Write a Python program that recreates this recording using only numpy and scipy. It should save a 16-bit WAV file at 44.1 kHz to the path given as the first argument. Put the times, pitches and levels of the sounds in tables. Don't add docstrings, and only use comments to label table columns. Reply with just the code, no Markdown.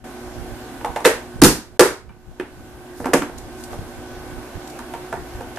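import sys
import numpy as np
from scipy import signal
from scipy.fft import rfft, irfft
from scipy.io import wavfile
from scipy.ndimage import uniform_filter1d

SR = 44100
rng = np.random.default_rng(int(sys.argv[2]) if len(sys.argv) > 2 else 0)


def store_pcm(level_fs):
    pcm = np.round(np.clip(level_fs, -1, 1) * 32767).astype(np.int16)
    wavfile.write(sys.argv[1], SR, np.atleast_2d(pcm).T)


def elevation(decibels):
    levels = np.asarray(decibels, float)
    return 10 ** (levels / 20)


N = 246152
T = np.arange(N) / SR
EDGES_HZ = 100 * 2 ** np.arange(0, 7.5, 0.3)


def rms_one(x):
    return x / np.sqrt(np.mean(x ** 2) + 1e-20)


def peak_one(x):
    return x / np.max(np.abs(x))


def at_hz(points, hz):
    points = np.array(points)
    return np.interp(np.log(hz), np.log(points[:, 0]), points[:, 1])


def coloured(x, spectrum):
    size = x.shape[-1]
    hz = np.arange(1, size // 2 + 2) * SR / size
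    return irfft(rfft(x) * elevation(at_hz(spectrum, hz)), size)


def band_pass(x, low_hz, high_hz):
    return signal.sosfilt(signal.butter(2, [low_hz, high_hz], "band", fs=SR, output="sos"), x)


def ring(x, hz, t60):
    r, w = elevation(-60 / (t60 * SR)), 2 * np.pi * hz / SR
    return signal.lfilter([0, np.sin(w)], [1, -2 * r * np.cos(w), r * r], x)


def half_sine(x):
    return np.sin(np.pi * np.clip(x, 0, 1))


def drift(rate):
    r = np.exp(-80 * np.pi * rate / SR)
    white = rng.standard_normal(N // 40 + 2002)
    slow = signal.lfilter([1], [1, -2 * r, r * r], white)[2000:]
    return np.interp(np.arange(N) / 40, np.arange(len(slow)), rms_one(slow))


def add(out, sound, s, pan_db):
    i = round(s * SR)
    out[:, i:i + sound.shape[-1]] += sound[..., :max(N - i, 0)] * elevation([[pan_db / 2], [-pan_db / 2]])


def stereo_bands(size):
    # (f/Hz, correlation)
    likeness = [(100, 1), (300, 0.98), (640, 0.86), (1400, 0.42), (3000, 0.049), (4500, -0.24), (8000, 0.1),
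                (15000, -0.14)]
    white = rng.standard_normal((2, 2, size))
    for k, (low, high) in enumerate(zip(EDGES_HZ, EDGES_HZ[1:])):
        mid, side = band_pass(white[k % 2], low, high)
        hz = np.sqrt(low * high)
        alike = np.clip(at_hz(likeness, hz), -1, 1)
        yield hz, np.sqrt(1 + alike) * mid + np.sqrt(1 - alike) * side * [[1], [-1]]


def touches():
    # (t/s, crack level/dB, hollow thud level/dB, thud f/Hz, wall clack level/dB)
    blows = [(1.0447, -21, -21.5, 480, -24), (1.0521, -14.5, -14.5, 2594, -13), (1.056, -3, -3, 497, -12.5),
             (1.066, -9.5, -10.5, 444, -30), (1.417, -1, -16.5, 410, -12), (1.4215, 1.5, 4.5, 285.6, -11.5),
             (1.4355, 9.5, -3, 236, -10.5), (1.446, 3, -5, 375, -7), (1.462, -10, -26, 377, -17.5),
             (1.794, 4, 0.5, 480, -4.5), (1.8074, -1, -1.5, 393, -8.5), (1.8187, -24, -8.5, 376.4, -12.5),
             (3.1331, -11.5, -11, 720, -10.5), (3.136, -5.5, -7.5, 480, -15),
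             (3.1421, -40, -10.5, 272, -19), (3.154, -45, -16.5, 277, -32)]
    # (t/s, clack level/dB, thud level/dB, thud f/Hz, hardness/dB per octave)
    lid_taps = [(.809, -33, -59, 408, -3.5), (.846, -20, -17, 881, 0), (.867, -52.5, -21, 807, -5),
                (.96, -20.5, -25, 480, 1.5), (.966, -32.5, -21, 845, 3.5), (1.004, -27.5, -48, 800, -1),
                (1.049, -7.5, -19, 600, 12.5), (1.0639, -13.5, -18, 448, 11.5),
                (1.109, -44, -21, 463, -0.5)]
    box_taps = [(2.092, -45.5, -49, 2340, -3), (2.3975, -27, -20, 363, 3), (2.399, -40, -37, 2520, -5),
                (3.0003, -27.5, -28, 255, -5.5), (3.043, -28.5, -27, 480, 2.5),
                (3.056, -16, -22, 261, -2.5), (3.088, -32, -20.5, 368, -9), (3.2195, -22, -20.5, 292, 7.5),
                (3.2946, -31.5, -36, 270, -10), (3.73, -30, -31, 593, -5), (4.24, -41, -43, 506, -12),
                (4.79, -32.5, -43, 905, 6.5), (4.9368, -25.5, -28, 704, 1), (5.1259, -21.5, -22.5, 680, -3),
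                (5.138, -42, -25, 400, -10), (5.151, -32, -30, 377, -10), (5.4065, -28, -30.5, 500, -3.5),
                (5.5595, -41, -49, 716, -3), (5.571, -27, -37, 720, -2.5)]
    # (crack/dB, thud/dB, clack/dB, hardness/dB per octave)
    blow_bounce = (-12.5, -5.5, -4.5, -7)
    tap_bounce = (-5.5, -10.5, -6.5, -6.5)
    # (level over clack/dB, more per hardness, bounce pitch ratio)
    lid_rule = (-6, 0.5, 1)
    box_rule = (-8.5, 0.27, 0.66)
    box_hz = 377

    # rows, delay of the bounce in s, change at the bounce, pitch ratio
    kinds = [([(*row, 4.5) for row in blows], 0.006, blow_bounce, 0.8)]
    for taps, (over_db, per_hardness, ratio) in ((lid_taps, lid_rule), (box_taps, box_rule)):
        rows = []
        for s, clack, thud, hz, hard in taps:
            rows.append((s, clack + over_db + per_hardness * hard, thud, hz, clack, hard))
        kinds.append((rows, 0.011, tap_bounce, ratio))
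    for rows, delay_s, (crack, thud, clack, hard), ratio in kinds:
        for row in rows:
            yield row
            thud_hz = row[3]
            flatter = max(thud_hz * ratio, min(thud_hz, box_hz)) - thud_hz
            yield np.add(row, (delay_s, crack, thud, flatter, clack, hard))


def contacts():
    # (f/Hz, level/dB, t60/s)
    walls = [(480, 0.5, 0.22), (594, 4.5, 0.073), (720, 5.5, 0.11), (824, 8.5, 0.059), (923.5, 9.5, 0.095),
             (1027, 5.5, 0.049), (1176, 13, 0.021), (1395, 6, 0.059), (1546, 5.5, 0.042), (1756, 10, 0.024),
             (2050, 4, 0.028), (2270, -2.5, 0.04), (2474, -2, 0.039), (2764, -1.5, 0.03),
             (3130, -1.5, 0.017), (3565, -6.5, 0.031)]
    # (f/Hz, level/dB per Hz)
    crack_colour = [(880, -15), (1500, -4.5), (1860, -19), (2460, -12.5), (4580, -8), (9120, -10),
                    (13200, -15), (14500, -33), (15300, -61.5)]
    t, out = T[:5120], np.zeros((2, N))
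    no_rumble = signal.butter(4, 200, "high", fs=SR, output="sos")
    for s, crack_db, thud_db, thud_hz, clack_db, tilt_db in touches():
        white = rng.standard_normal((3, len(t)))
        hiss = np.array([rms_one(coloured(w, crack_colour)) for w in white])
        crack = (0.64 * hiss[0] + 0.62 * hiss[1:]) * (1 - np.exp(-t / 0.001)) * np.exp(-t / 0.0032)

        push = half_sine(t * thud_hz * 2.32)
        thud = ring(push, thud_hz, 0.08) + 0.5 * ring(push, thud_hz * 1.243, 0.044)
        thud = peak_one(signal.sosfilt(no_rumble, thud))

        rattle = white[0] * np.exp(-t / 0.001) + 3.13 * (t == 0)
        clack = 0
        for k, (hz, db, t60) in enumerate(walls):
            level = elevation(db + tilt_db * np.log2(hz / 1000))
            clack = clack + level * ring(rattle, hz, t60) * (-1) ** k
        clack = peak_one(clack)

        sound = elevation(crack_db) * crack + elevation(thud_db + 4.5) * thud + elevation(clack_db + 6) * clack
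        add(out, sound, s, -2.1)
    return out


def rustles():
    # (t/s, level/dB, length/s, centre f/Hz)
    slides = [(2.952, -49, 0.094, 9700), (3.379, -35, 0.011, 8070), (3.571, -47.5, 0.097, 9000),
              (3.635, -38, 0.013, 7960), (3.694, -49.5, 0.069, 8700), (3.689, -40, 0.047, 1030),
              (4.672, -39.5, 0.01, 7000), (4.697, -41.5, 0.013, 7540), (4.788, -34.5, 0.0057, 8200),
              (5.558, -43, 0.0094, 6000), (5.31, -55, 0.09, 7000)]
    out, t = np.zeros((2, N)), T[:4410]
    for s, level_db, length, hz in slides:
        clumps = elevation(8.8 * rng.standard_normal(len(t)))
        grains = rng.standard_normal((2, len(t))) * clumps
        band = rms_one(band_pass(grains, hz * 0.42, min(hz * 1.36, 18000)))
        swell = np.sqrt(half_sine(t / length).clip(0))
        add(out, elevation(level_db) * band * swell, s, -1.5)
    return out


def booms():
    # (t/s, peak level/dB, f/Hz, t60/s)
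    table_modes = [
        (1.42, -8, 148.7, .25),
        (1.436, -15.5, 88.6, 0.14),
        (1.796, -22, 117.6, 0.12),
        (3.137, -40, 153, .07),
        (5.127, -34, 145, 0.14),
    ]
    out, t = np.zeros((2, N)), T[:8192]
    for s, peak_db, hz, t60 in table_modes:
        push = half_sine(t * hz * 2)
        add(out, elevation(peak_db) * peak_one(ring(push, hz, t60)), s, -1.2)
    return out


def kitchen(x):
    # (f/Hz, t60/s)
    room_t60 = [(150, 0.28), (700, 0.32), (2000, 0.33), (5000, 0.32), (13000, 0.25)]
    # (f/Hz, level/dB)
    room_colour = [(100, -9), (250, -7), (450, -10), (900, -3), (1600, -0.5), (4000, -1), (14000, 3)]
    out, fill = 0, np.exp(-1 / (0.00043 * SR))
    for (hz, band), low, high in zip(stereo_bands(size=N), EDGES_HZ, EDGES_HZ[1:]):
        given = band_pass(x + 1e-9, low, high) ** 2
        keep = elevation(-120 / (at_hz(room_t60, hz) * SR))
        stored = signal.lfilter([(1 - keep) * (1 - fill)], np.convolve([1, -keep], [1, -fill]), given)
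        out = out + elevation(at_hz(room_colour, hz)) * np.sqrt(stored.clip(0)) * rms_one(band)
    return out


def background():
    # (f/Hz, level/dB per Hz)
    air_colour = [(71, -26), (120, -8), (199, -21.5), (299, 5.5), (331, -20.5), (359, -4), (389, -11.5),
                  (457, -12), (729, -10), (1260, -19), (1540, -18.5), (2410, -24), (12500, -33.5),
                  (14400, -35), (15300, -90)]
    # (f/Hz, width/Hz, level/dB)
    whine = [
        (1480, 73, -47),
        (9800, 340, 1),
        (12100, 330, 5),
    ]
    # (f/Hz, rms level/dB)
    hum = [(59.5, -50.5), (120, -55.5), (242.2, -47.5), (306.8, -51.5), (360.7, -42.5), (748.3, -51.5),
           (1082, -60), (1497, -55), (1550, -58.5), (1610, -62)]
    together = drift(0.63)
    air = 0
    for hz, band in stereo_bands(size=N):
        air = air + elevation(at_hz(air_colour, hz) + 0.56 * together + 1.05 * drift(6.0)) * band
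    plain = air
    for hz, width, db in whine:
        air = air + elevation(db - 6.5) * signal.lfilter(*signal.iirpeak(hz, hz / width, SR), plain)
    lines = 0
    for k, (hz, db) in enumerate(hum):
        phase = 2 * np.pi * hz * T + 0.99 * drift(4.1) + k
        lines = lines + elevation(db + 3.5 + 2.0 * drift(4.5)) * np.sin(phase)
    return (elevation(-38) * rms_one(air) + lines) * elevation([[-0.8], [0.8]])


def draught(shake, sink_db):
    # (t/s, level/dB, half width/s, left-right/dB)
    gusts = [(.28, -47, 0.041, -6), (.4, -39, 0.054, -20), (.51, -38.5, 0.052, -3), (.68, -57, 0.12, -8),
             (.9, -44, 0.027, -17), (1.2, -67, 0.053, 0), (1.46, -24.5, 0.064, -1), (2.1, -41.5, 0.021, -9),
             (2.298, -45.5, .03, 14.5), (2.59, -46, .06, -1), (2.8, -51, .05, 10), (3.04, -39, 0.056, -8),
             (3.22, -51, 0.034, -16), (3.37, -48, 0.084, -9), (3.68, -48, 0.28, -5),
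             (3.81, -40.5, 0.065, -8), (3.99, -46, .05, -3), (4.18, -41, 0.046, 7),
             (4.31, -40.5, 0.058, -10), (4.4, -42.5, .035, -14), (4.57, -34, 0.016, -8),
             (5.2, -46, 0.042, 19), (5.38, -36, 0.034, -6)]
    lumps = rng.standard_normal((3, N)) * elevation([2.2 * drift(20.0) for port in range(3)])
    low = band_pass(lumps[:2] + 0.5 * lumps[2], 16, 120)
    sides = np.array([[0.5], [-0.5]])
    wander_db, swing_db = 2.5 * drift(10.5), 4.5 * drift(6.0)
    steady = elevation(-49 + 0.12 * sink_db + wander_db + sides * (swing_db - 2.5))
    swells = 0
    for s, db, width, pan_db in gusts:
        swells = swells + elevation(db + 1.0 + sides * pan_db) * np.exp(-((T - s) / width) ** 2)
    return rms_one(low) * (steady + swells + elevation(-30.5) * shake)


def puffs():
    # (t/s, peak level/dB, length/s, left-right/dB)
    single_gusts = [(0.892, -38, 0.023, -11), (1.357, -33, 0.0068, -25), (3.789, -21.5, 0.0068, 9),
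                    (4.30, -47, 0.0074, -5), (4.554, -27, 0.0094, -19), (5.348, -24, 0.011, 1)]
    out = np.zeros((2, N))
    for s, peak_db, length, pan_db in single_gusts:
        u = (T[:2048] / length - 0.6) * 2.7
        add(out, -elevation(peak_db) * (1 - u ** 2) * np.exp(-u ** 2 / 2), s, pan_db)
    return out


def lagged_power(x, lag_s):
    r = np.exp(-1 / (lag_s * SR))
    power = np.tanh(x.mean(axis=0)) ** 2
    return signal.lfilter([(1 - r) ** 2], [1, -2 * r, r * r], power).clip(0)


def gain_sink(box):
    sink_db = -19 * (lagged_power(box, 0.34) / 0.03) ** 1.4
    return sink_db - 15.5 * (T < 0.0415)


def scene():
    box = contacts() + rustles()
    room = kitchen(box.mean(axis=0)) * elevation([[-2.2], [-0.9]])
    sink_db = gain_sink(box)
    shake = np.sqrt(lagged_power(box, 0.027))
    air = draught(shake, sink_db) + puffs()
    return box + room + booms() + elevation(sink_db) * background() + air


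def band_limit(x):
    return signal.sosfilt(signal.butter(12, 15410, fs=SR, output="sos"), x)


def record(dry):
    # (from t/s, to t/s, level/dB)
    ducks = [
        (1.405, 1.4126, -11.5),
        (1.776, 1.7938, -24.5),
    ]
    duck_db = sum(db * ((T > a) & (T < b)) for a, b, db in ducks)
    duck_db = uniform_filter1d(duck_db, size=60)
    loud = np.tanh(dry * elevation(duck_db) / 1.095)
    cut = signal.sosfilt(signal.cheby2(10, 40, 14660, fs=SR, output="sos"), loud)
    return band_limit(np.clip(1.04 * cut, -1, 1))


dry = scene()
out = record(dry)
store_pcm(out)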